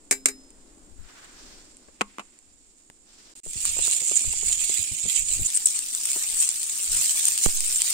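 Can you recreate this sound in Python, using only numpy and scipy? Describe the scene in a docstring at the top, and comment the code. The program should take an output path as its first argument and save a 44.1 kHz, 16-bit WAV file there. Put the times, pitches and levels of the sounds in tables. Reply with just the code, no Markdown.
"""Chop on a charcoal grill.

Steel tongs knock twice on the bars and ring, then drop into a plastic crate; fat hisses on the coals.
After two brief dropouts a chop sizzles close by: bursting steam bubbles, flares of juice, spits of fat.
Wind and fingers brush the handheld recorder, whose two microphone ports each ring at their own pitch.
A distant outdoor hum lies underneath."""
import sys
import numpy as np
from scipy import signal
from scipy.fft import rfft, irfft
from scipy.io import wavfile
from scipy.ndimage import uniform_filter1d

SR = 44100
rng = np.random.default_rng(int(sys.argv[2]) if len(sys.argv) > 2 else 0)


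def int16_out(signal):
    """Quantize to a 16-bit WAV file."""
    q = np.round(np.clip(np.atleast_2d(signal).T, -1, 1) * 32767)
    wavfile.write(sys.argv[1], SR, q.astype(np.int16))


N = 349713
T = np.arange(N) / SR
TAPS, BAND_LIMIT_HZ = 4096, 15750
BIN_HZ, FULL_BIN_HZ = np.fft.rfftfreq(TAPS, 1 / SR), np.fft.rfftfreq(N, 1 / SR)


def amp(db):
    return 10 ** (np.asarray(db) / 20)


def unit_rms(x):
    return x / np.sqrt(np.mean(x ** 2) + 1e-20)


def curve(rows):
    return np.interp(T, *np.transpose(rows))


def add(mix, start_s, sound):
    part = mix[:, round(start_s * SR):][:, :sound.shape[1]]
    part += sound[:, :part.shape[1]]


def spectrum(rows):
    """Breakpoints to dB per bin, left and right."""
    hz, *columns = np.transpose(rows)
    return np.array([np.interp(np.log(BIN_HZ + 1), np.log(hz), db) for db in columns]) * np.ones((2, 1))


def colour(x, db):
    """Minimum-phase filter; keeps the power of white noise."""
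    log_gain = np.log(unit_rms(amp(db)) + 1e-5)
    mirrored = np.concatenate([log_gain, log_gain[:, -2:0:-1]], axis=1)
    response = np.fft.ifft(np.exp(np.conj(signal.hilbert(mirrored)))).real
    return signal.oaconvolve(x, response, axes=1)[:, :x.shape[1]]


def wander(hz):
    """Low-passed random drift, RMS 1."""
    return unit_rms(irfft(rfft(rng.standard_normal(N)) / (1 + (FULL_BIN_HZ / hz) ** 2), N))


def swell(start_s, length_s, attack_s, release_s):
    """Linear rise, hold, exponential fall."""
    t = T - start_s
    return np.clip(t / attack_s, 0, 1) * np.exp(-np.clip((t - length_s) / release_s, 0, 30))


def swells(rows, attack_s, release_s, rest_db):
    """Power sum of swells and a resting level."""
    power = sum((amp(db) * swell(s, length_s, attack_s, release_s)) ** 2 for s, length_s, db, *_ in rows)
    return np.sqrt(amp(rest_db) ** 2 + power)


def burst(decay_s, tail_db=-35, tail_s=0.026):
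    """Noise puff with a weak tail; energy of 20 ms at RMS 1."""
    t = T[:SR // 4]
    puff = rng.standard_normal((2, len(t))) * (np.exp(-t / decay_s) + amp(tail_db) * np.exp(-t / tail_s))
    return puff * np.sqrt(.02 * SR / np.sum(puff ** 2, axis=1, keepdims=True))


def close_pair(x, merge_hz=450):
    """Long waves reach both ports alike: the channels merge in the bass."""
    coherence = 1 / (1 + (FULL_BIN_HZ / merge_hz) ** 2)
    mid = rfft(x[0] + x[1]) * np.sqrt(1 + coherence) / 2
    side = rfft(x[0] - x[1]) * np.sqrt(1 - coherence) / 2
    return irfft(np.array([mid + side, mid - side]), N)


# Port resonances, left then right: f/Hz, width/Hz, gain/dB
PORT_MODES = [(8530, 945, 19), (7292, 860, 18)]

def ported(rows):
    """Spectrum behind the two resonant microphone ports."""
    power = [1 + (amp(db) ** 2 - 1) / (1 + (2 * (BIN_HZ - hz) / width) ** 2)
             for hz, width, db in PORT_MODES]
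    return spectrum(rows) + 10 * np.log10(power)


# Hum spectrum: f/Hz, level/dB
HUM_SPECTRUM = [(30, 8), (120, -14.5), (290, 2.5), (450, -7.5), (1200, -18), (12000, -38.5)]
# Hum envelope: t/s, level/dB
HUM_LEVEL = [(0, -56.5), (.87, -54), (1.02, -61.5), (1.45, -53), (1.9, -59), (2.6, -65.5), (3.5, -60)]

def distant_hum():
    """Low outdoor noise, slightly left."""
    air = amp(curve(HUM_LEVEL)) * colour(rng.standard_normal((2, N)), ported(HUM_SPECTRUM))
    return close_pair(air) * amp([[2], [-2]])


# Sizzle spectrum: f/Hz, then level/dB for side left, side right, front left, front right
SIZZLE_SPECTRA = np.array([(290, -21.5, -27.5, -25.5, -27.0), (1550, -25.5, -24, -15.5, -12.5),
                  (2430, -14.5, -3.5, -13.5, -6.5), (6300, -11.0, -10.5, -6.5, -2),
                  (6790, -6.0, 1.0, -1.5, -9.0), (9080, -9, 1.0, -2.0, 0),
                  (10570, -19.0, -12.5, -13.0, -7.5), (14960, -19.5, -21.0, -15.0, -3.5)])

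def sizzle_colour(x, facing):
    """Tone of the sizzle by direction: 0 = off to the right, 1 = ahead."""
    side, front = ported(SIZZLE_SPECTRA[:, :3]), ported(SIZZLE_SPECTRA[:, [0, 3, 4]])
    return (1 - facing) * colour(x, side) + facing * colour(x, front)


def bubbles(spread_db, clump_db, steady_power, per_s=2400, decay_s=0.00055):
    """Tiny steam bubbles burst in clumps over a steady hiss."""
    size = amp(spread_db * np.minimum(rng.exponential(1, N), 5))
    pops = size * (rng.random(N) < per_s / SR) * amp(clump_db * wander(hz=42))
    power = signal.lfilter([1], [1, -np.exp(-2 / (decay_s * SR))], pops ** 2)
    return unit_rms(np.sqrt(power / power.mean() + steady_power) * rng.standard_normal((2, N)))


# Steam hiss: f/Hz, level/dB
JET_SPECTRUM = [(300, -2), (6000, -4), (10500, -20.5)]

def steam_jet(hz, hump_db=8):
    """Unsteady rush of steam, lifted in the octave around hz."""
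    hump = hump_db / (1 + (2 * np.log2((BIN_HZ + 1) / hz)) ** 2)
    rush = rng.standard_normal((2, N)) * amp(1.8 * wander(hz=20))
    return colour(rush, spectrum(JET_SPECTRUM) + hump)


# Steam puffs off the coals: t/s, length/s, level/dB, f/Hz
COAL_PUFFS = [(0.95, 0.31, -52.5, 1500), (1.22, 0.31, -52, 5300), (1.85, 0.25, -61, 2287),
              (3.03, 0.11, -51, 5300)]

def coals(attack_s=.2, release_s=0.25, rest_db=-67.5, fizz_db=-58.5):
    """Fat steams on the coals until the second dropout ends; fizz grows with the steam."""
    steam_level = swells(COAL_PUFFS, attack_s, release_s, rest_db)
    fizz = sizzle_colour(bubbles(spread_db=2, clump_db=2.5, steady_power=1.3), facing=0)
    steam = amp(rest_db) * steam_jet(hz=5400)
    for s, length_s, db, hz in COAL_PUFFS:
        steam += amp(db) * swell(s, length_s, attack_s, release_s) * steam_jet(hz)
    hiss = np.hypot(amp(fizz_db), 0.56 * steam_level) * fizz + steam
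    return hiss * (T < DROPOUTS[1][1])


def strike(hits, clash_spectrum, modes, ring_db, shimmer_db, shimmer_t60_s):
    """Each blow: a brief clash, a few strong modes, a shimmer of 240 weak ones."""
    clash, ring = np.zeros((2, N)), np.zeros((2, N))
    t, t_short = T[:SR], T[:SR // 4]
    weak_hz = rng.uniform(0, np.sqrt(BAND_LIMIT_HZ), (240, 1)) ** 2
    fade = amp(-60 * t_short / (shimmer_t60_s * rng.uniform(.5, 1, weak_hz.shape)))
    weak_modes = fade * np.sin(2 * np.pi * weak_hz * t_short) / np.sqrt(len(weak_hz))
    for s, db, decay_s in hits:
        add(clash, s, amp(db) * burst(decay_s))
        add(clash, s, amp(db + shimmer_db) * rng.standard_normal((2, len(weak_hz))) @ weak_modes)
        for hz, mode_db, t60_s in modes:
            phase = 2 * np.pi * rng.random() + np.array([[0], [1]])
            add(ring, s, amp(db + mode_db - 60 * t / t60_s) * np.sin(2 * np.pi * hz * t + phase))
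    return colour(clash, ported(clash_spectrum)) + amp(ring_db) * ring


# Knocks and bounces on the bars: t/s, level/dB, contact decay/s
BAR_HITS = [(0.1105, -18, 0.0092), (0.1255, -26, 0.0028), (0.2575, -17, 0.0035), (0.285, -30, 0.0085)]
# Steel clash: f/Hz, level/dB
BAR_SPECTRUM = [(100, -25.5), (300, -3), (750, -4.5), (1200, -7), (2300, 5), (3100, -13), (4200, -5.5),
                (8500, -5), (12000, -12.5)]
# Modes of tongs and bars: f/Hz, level/dB, t60/s
BAR_MODES = [(264.7, -16, 0.91), (404, -8.5, 0.24), (3919, -10, 0.2), (5140, -13.5, 0.66),
             (6800, 10.5, 0.048), (7320, 6, 0.14), (7460, 5.5, 0.098), (8390, 12.5, 0.058),
             (9900, -22.5, 0.37), (12710, -11.5, 0.17)]

def tongs_on_bars():
    """Steel hits steel, bounces and rings."""
    steel = strike(BAR_HITS, BAR_SPECTRUM, BAR_MODES, ring_db=-12, shimmer_db=-1, shimmer_t60_s=0.16)
    return close_pair(steel * amp([[1], [-1]]))


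# Single spits of fat: t/s, level/dB
FAT_SPITS = [(0.505, -55), (1.769, -51), (2.389, -52), (3.653, -26), (4.1565, -24.5), (5.503, -30),
             (5.5732, -25), (5.6714, -22.5), (5.7907, -26), (5.9496, -28.5), (6.0549, -26), (6.1167, -28.5),
             (6.4904, -23.5), (7.2543, -23.5), (7.283, -23.5), (7.3777, -25), (7.606, -25), (7.7265, -27),
             (7.8193, -22)]

def spits(heat, small_per_s=16, small_db=-12, ping_hz=(7700, 9270), ping_decay_s=0.00052):
    """Fat drops burst with a ping and a puff; small random ones follow the sizzle level."""
    out, t = np.zeros((2, N)), T[:SR // 4]
    onsets = np.flatnonzero((rng.random(N) < small_per_s / SR) * (T > JUICE_FLARES[0][0]))
    levels_db = 20 * np.log10(heat[onsets]) + small_db + 3.5 * rng.uniform(-1, 1, len(onsets))
    for s, db in FAT_SPITS + list(zip(T[onsets], levels_db)):
        ping = amp(12) * np.cos(2 * np.pi * rng.uniform(*ping_hz) * t) * np.exp(-t / ping_decay_s)
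        puff = amp(-2) * burst(decay_s=0.00088, tail_db=-24)
        add(out, s, amp(db) * (ping + puff))
    return out


# Gusts: t/s, length/s, level/dB
WIND_GUSTS = [(0.88, 0.2, -44), (3.55, 0.35, -41), (4.22, 0.5, -42), (5.17, 0.3, -40), (6.27, 0.106, -48),
              (6.85, 0.16, -41)]
# Wind rumble: f/Hz, level/dB
WIND_SPECTRUM = [(20, 0.5), (90, -12), (200, -24.5), (1000, -55)]

def wind():
    """Lumps of wind buffet each port separately, mostly the left."""
    lumps = np.array([unit_rms(amp(5.7 * wander(hz=6.3))) for _ in range(2)])
    level = swells(WIND_GUSTS, attack_s=0.04, release_s=0.0063, rest_db=-69.5)
    rumble = colour(rng.standard_normal((2, N)) * lumps, spectrum(WIND_SPECTRUM))
    return level * rumble * amp([[3], [-10]])


# Bumps of the grip: t/s, level/dB, f/Hz
GRIP_BUMPS = [(1.885, -54, 500), (3.462, -46.5, 293), (3.556, -40.5, 83.5), (3.651, -45, 1170),
              (3.767, -47, 517), (3.789, -42.5, 564), (3.876, -43, 600), (4.017, -45.5, 327),
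              (4.114, -41.5, 385), (4.209, -50, 290), (4.242, -49, 700), (4.334, -50, 830),
              (4.428, -47, 450), (4.502, -52, 790), (4.695, -46.5, 330), (4.785, -40, 79.4),
              (4.914, -39, 100), (5.039, -39, 89.5), (5.053, -37.5, 162), (5.39, -44, 191),
              (6.161, -41, 430)]

def grip_bumps():
    """Dull finger blows on the casing, mostly left; lower ones last longer."""
    out = np.zeros((2, N))
    for s, db, hz in GRIP_BUMPS:
        casing = spectrum([(hz / 5, -14), (hz * 1.01, 0), (hz * 3, -14), (hz * 20, -55)])
        blow = burst(decay_s=0.007 * np.sqrt(400 / hz))
        add(out, s, amp(db) * colour(blow, casing))
    return out * amp([[4], [-8]])


# Landings in the crate: t/s, level/dB, contact decay/s
CRATE_HITS = [(2.0098, -23.5, 0.0034), (2.0150, -22.5, 0.0025), (2.184, -37.5, 0.0018),
              (2.1945, -36, 0.0088)]
# Blow on plastic: f/Hz, level/dB
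PLASTIC_SPECTRUM = [(80, -32.5), (230, -2), (550, -4.5), (1150, 6.5), (1700, -10), (2600, -2.5),
                    (3600, -16.5), (15000, -37.5)]
# Crate modes: f/Hz, level/dB, t60/s
PLASTIC_MODES = [(206, -7, 0.2), (417, -4, 0.1), (1085, -14, 0.2), (1260, -2, 0.045), (2053, 6.5, 0.0309)]

def tongs_in_crate():
    """The tongs land on plastic and settle."""
    return close_pair(strike(CRATE_HITS, PLASTIC_SPECTRUM, PLASTIC_MODES,
                             ring_db=-13.5, shimmer_db=-11.5, shimmer_t60_s=0.076))


# Casing click: f/Hz, level/dB
TICK_SPECTRUM = [(400, 1.5), (1700, -4), (8000, -22)]

def tick():
    return colour(burst(decay_s=0.0013), ported(TICK_SPECTRUM))


# Casing ticks: t/s, level/dB
CASING_TICKS = [(2.9, -50.5), (7.488, -40)]

def casing_ticks():
    """The casing clicks drily in the hand."""
    out = np.zeros((2, N))
    for s, db in CASING_TICKS:
        add(out, s, amp(db) * tick())
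    return out


def patchy(x, depth_db, width_hz, life_s):
    """Short-lived resonances at random pitches."""
    frames = signal.stft(x, nperseg=512, noverlap=384)[2]
    field = rng.standard_normal(frames.shape[1:])
    lag_s = np.fft.fftfreq(field.shape[0], SR / 512)[:, None]
    rate_hz = np.fft.fftfreq(field.shape[1], 128 / SR)
    blur = np.exp(-(lag_s * width_hz) ** 2 - (rate_hz * life_s) ** 2)
    gain_db = depth_db * unit_rms(np.fft.ifft2(np.fft.fft2(field) * blur).real)
    return signal.istft(frames * unit_rms(amp(gain_db)), nperseg=512, noverlap=384)[1][:, :N]


# Simmer between flares: t/s, level/dB
SIMMER_LEVEL = [(3.4, -45.5), (3.62, -27), (5.4, -30), (5.87, -33), (6.1, -26.5), (6.65, -29.5),
                (7.9, -25.5)]
# Juice meets the hot bars: t/s, length/s, level/dB, outer-band gain/dB
JUICE_FLARES = [(3.645, 0.019, -24, 3.5), (3.821, 0.13, -25, 0.5), (4.024, 0.19, -26.5, -2),
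                (4.444, 0.081, -24.5, 1), (4.578, 0.24, -29, 3), (5.068, 0.11, -26.5, 3.5),
                (5.268, 0.1, -25.5, -1), (5.646, 0.056, -24.5, -5), (5.736, 0.019, -26, -1),
                (6.358, 0.1, -24, -3), (6.903, 0.21, -23.5, -0.5), (7.15, 0.13, -24.5, -0.5),
                (7.415, 0.023, -18, -2), (7.787, 0.19, -32.5, 1.5)]
# Grill direction: t/s, facing (0 = right, 1 = ahead)
GRILL_FACING = [(3.4, 0.21), (5.2, 0.02), (5.55, 0.68), (6.2, 0.73)]

def chop(attack_s=0.02, release_s=0.04):
    """Fat spits throughout; from the end of the first dropout the chop simmers, flares and sputters."""
    fizz = bubbles(spread_db=2.8, clump_db=1, steady_power=0.4) * (T > DROPOUTS[0][1])
    heat = swells(JUICE_FLARES, attack_s, release_s, curve(SIMMER_LEVEL))
    steam = patchy(amp(1.62) * heat * fizz, depth_db=3, width_hz=270, life_s=0.045)
    sizzle = sizzle_colour(steam + spits(heat) + sputters(), curve(GRILL_FACING))
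    # Bubble sizes come and go, so the outer bands waver separately.
    low = signal.sosfiltfilt(signal.butter(4, 5500, fs=SR, output="sos"), sizzle)
    high = signal.sosfiltfilt(signal.butter(4, 10500, "high", fs=SR, output="sos"), sizzle)
    outer_db = 3.5 + sum(db * swell(s, length_s, attack_s, release_s) for s, length_s, _, db in JUICE_FLARES)
    low_db = outer_db + wander(hz=35.8)
    high_db = outer_db + 2 * wander(hz=30)
    return sizzle + (amp(low_db) - 1) * low + (amp(high_db) - 1) * high


def air_push():
    """Pressure pulse in a port: a slow swing and a brief 170 Hz ring."""
    t = T[:SR // 2]
    ring = 0.2 * np.sin(2 * np.pi * 170 * t) * np.exp(-t / 0.012)
    swing = (1 - t / 0.06) * np.exp(-t / 0.06) * (1 - np.exp(-t / 0.0054))
    return ring - swing


def squeeze(start_s=3.468, db=-29):
    """The hand closes and presses air into the left port."""
    out = np.zeros((2, N))
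    add(out, start_s, amp(db) * amp([[0], [-30]]) * air_push())
    return out


# Pockets of juice: t/s, length/s, level/dB, f/Hz
JUICE_POCKETS = [(4.156, 0.019, -24.5, 7250), (5.448, 0.024, -28.5, 7100), (5.542, 0.037, -26.5, 8800),
                 (5.656, 0.0076, -15.5, 9050), (6.4, 0.011, -24, 7900)]

def sputters(decay_s=0.00028):
    """Each pocket boils out in a quick run of pings at one pitch."""
    out, t = np.zeros((2, N)), T[:TAPS]
    for s, length_s, db, hz in JUICE_POCKETS:
        pops = unit_rms(rng.standard_normal((2, round(length_s * SR))) ** 3)
        ping = np.cos(2 * np.pi * hz * t) * np.exp(-t / decay_s)
        add(out, s, amp(db) * signal.fftconvolve(pops, ping[None] / np.linalg.norm(ping)))
    return out


def finger_tap(start_s=7.46):
    """A finger hits the right port: tick, push of air, thud of the casing."""
    out, t = np.zeros((2, N)), T[:SR // 2]
    pan = amp([[-30], [0]])
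    thud = np.sin(2 * np.pi * 380 * t) * np.exp(-t / 0.00045)
    add(out, start_s, pan * amp(-27.5) * tick())
    add(out, start_s + 0.0018, pan * amp(-9) * air_push())
    add(out, start_s + 0.00272, pan * amp(2) * thud)
    return out


def scene():
    return (distant_hum() + coals() + tongs_on_bars() + wind() + grip_bumps() + tongs_in_crate()
            + casing_ticks() + chop() + squeeze() + finger_tap())


# Dropouts: start t/s, end t/s
DROPOUTS = [(3.338, 3.353), (3.402, 3.434)]

def record(dry):
    """Two brief dropouts, peak clipping, band limit."""
    gate = 1 - .97 * sum((T > start_s) & (T < end_s) for start_s, end_s in DROPOUTS)
    clipped = np.clip(dry * uniform_filter1d(gate, size=90), -.88, .88)
    lowpass = signal.firwin(255, BAND_LIMIT_HZ, window=("kaiser", 8), fs=SR)
    return signal.oaconvolve(clipped, lowpass[None], "same")


dry = scene()
out = record(dry)
int16_out(out)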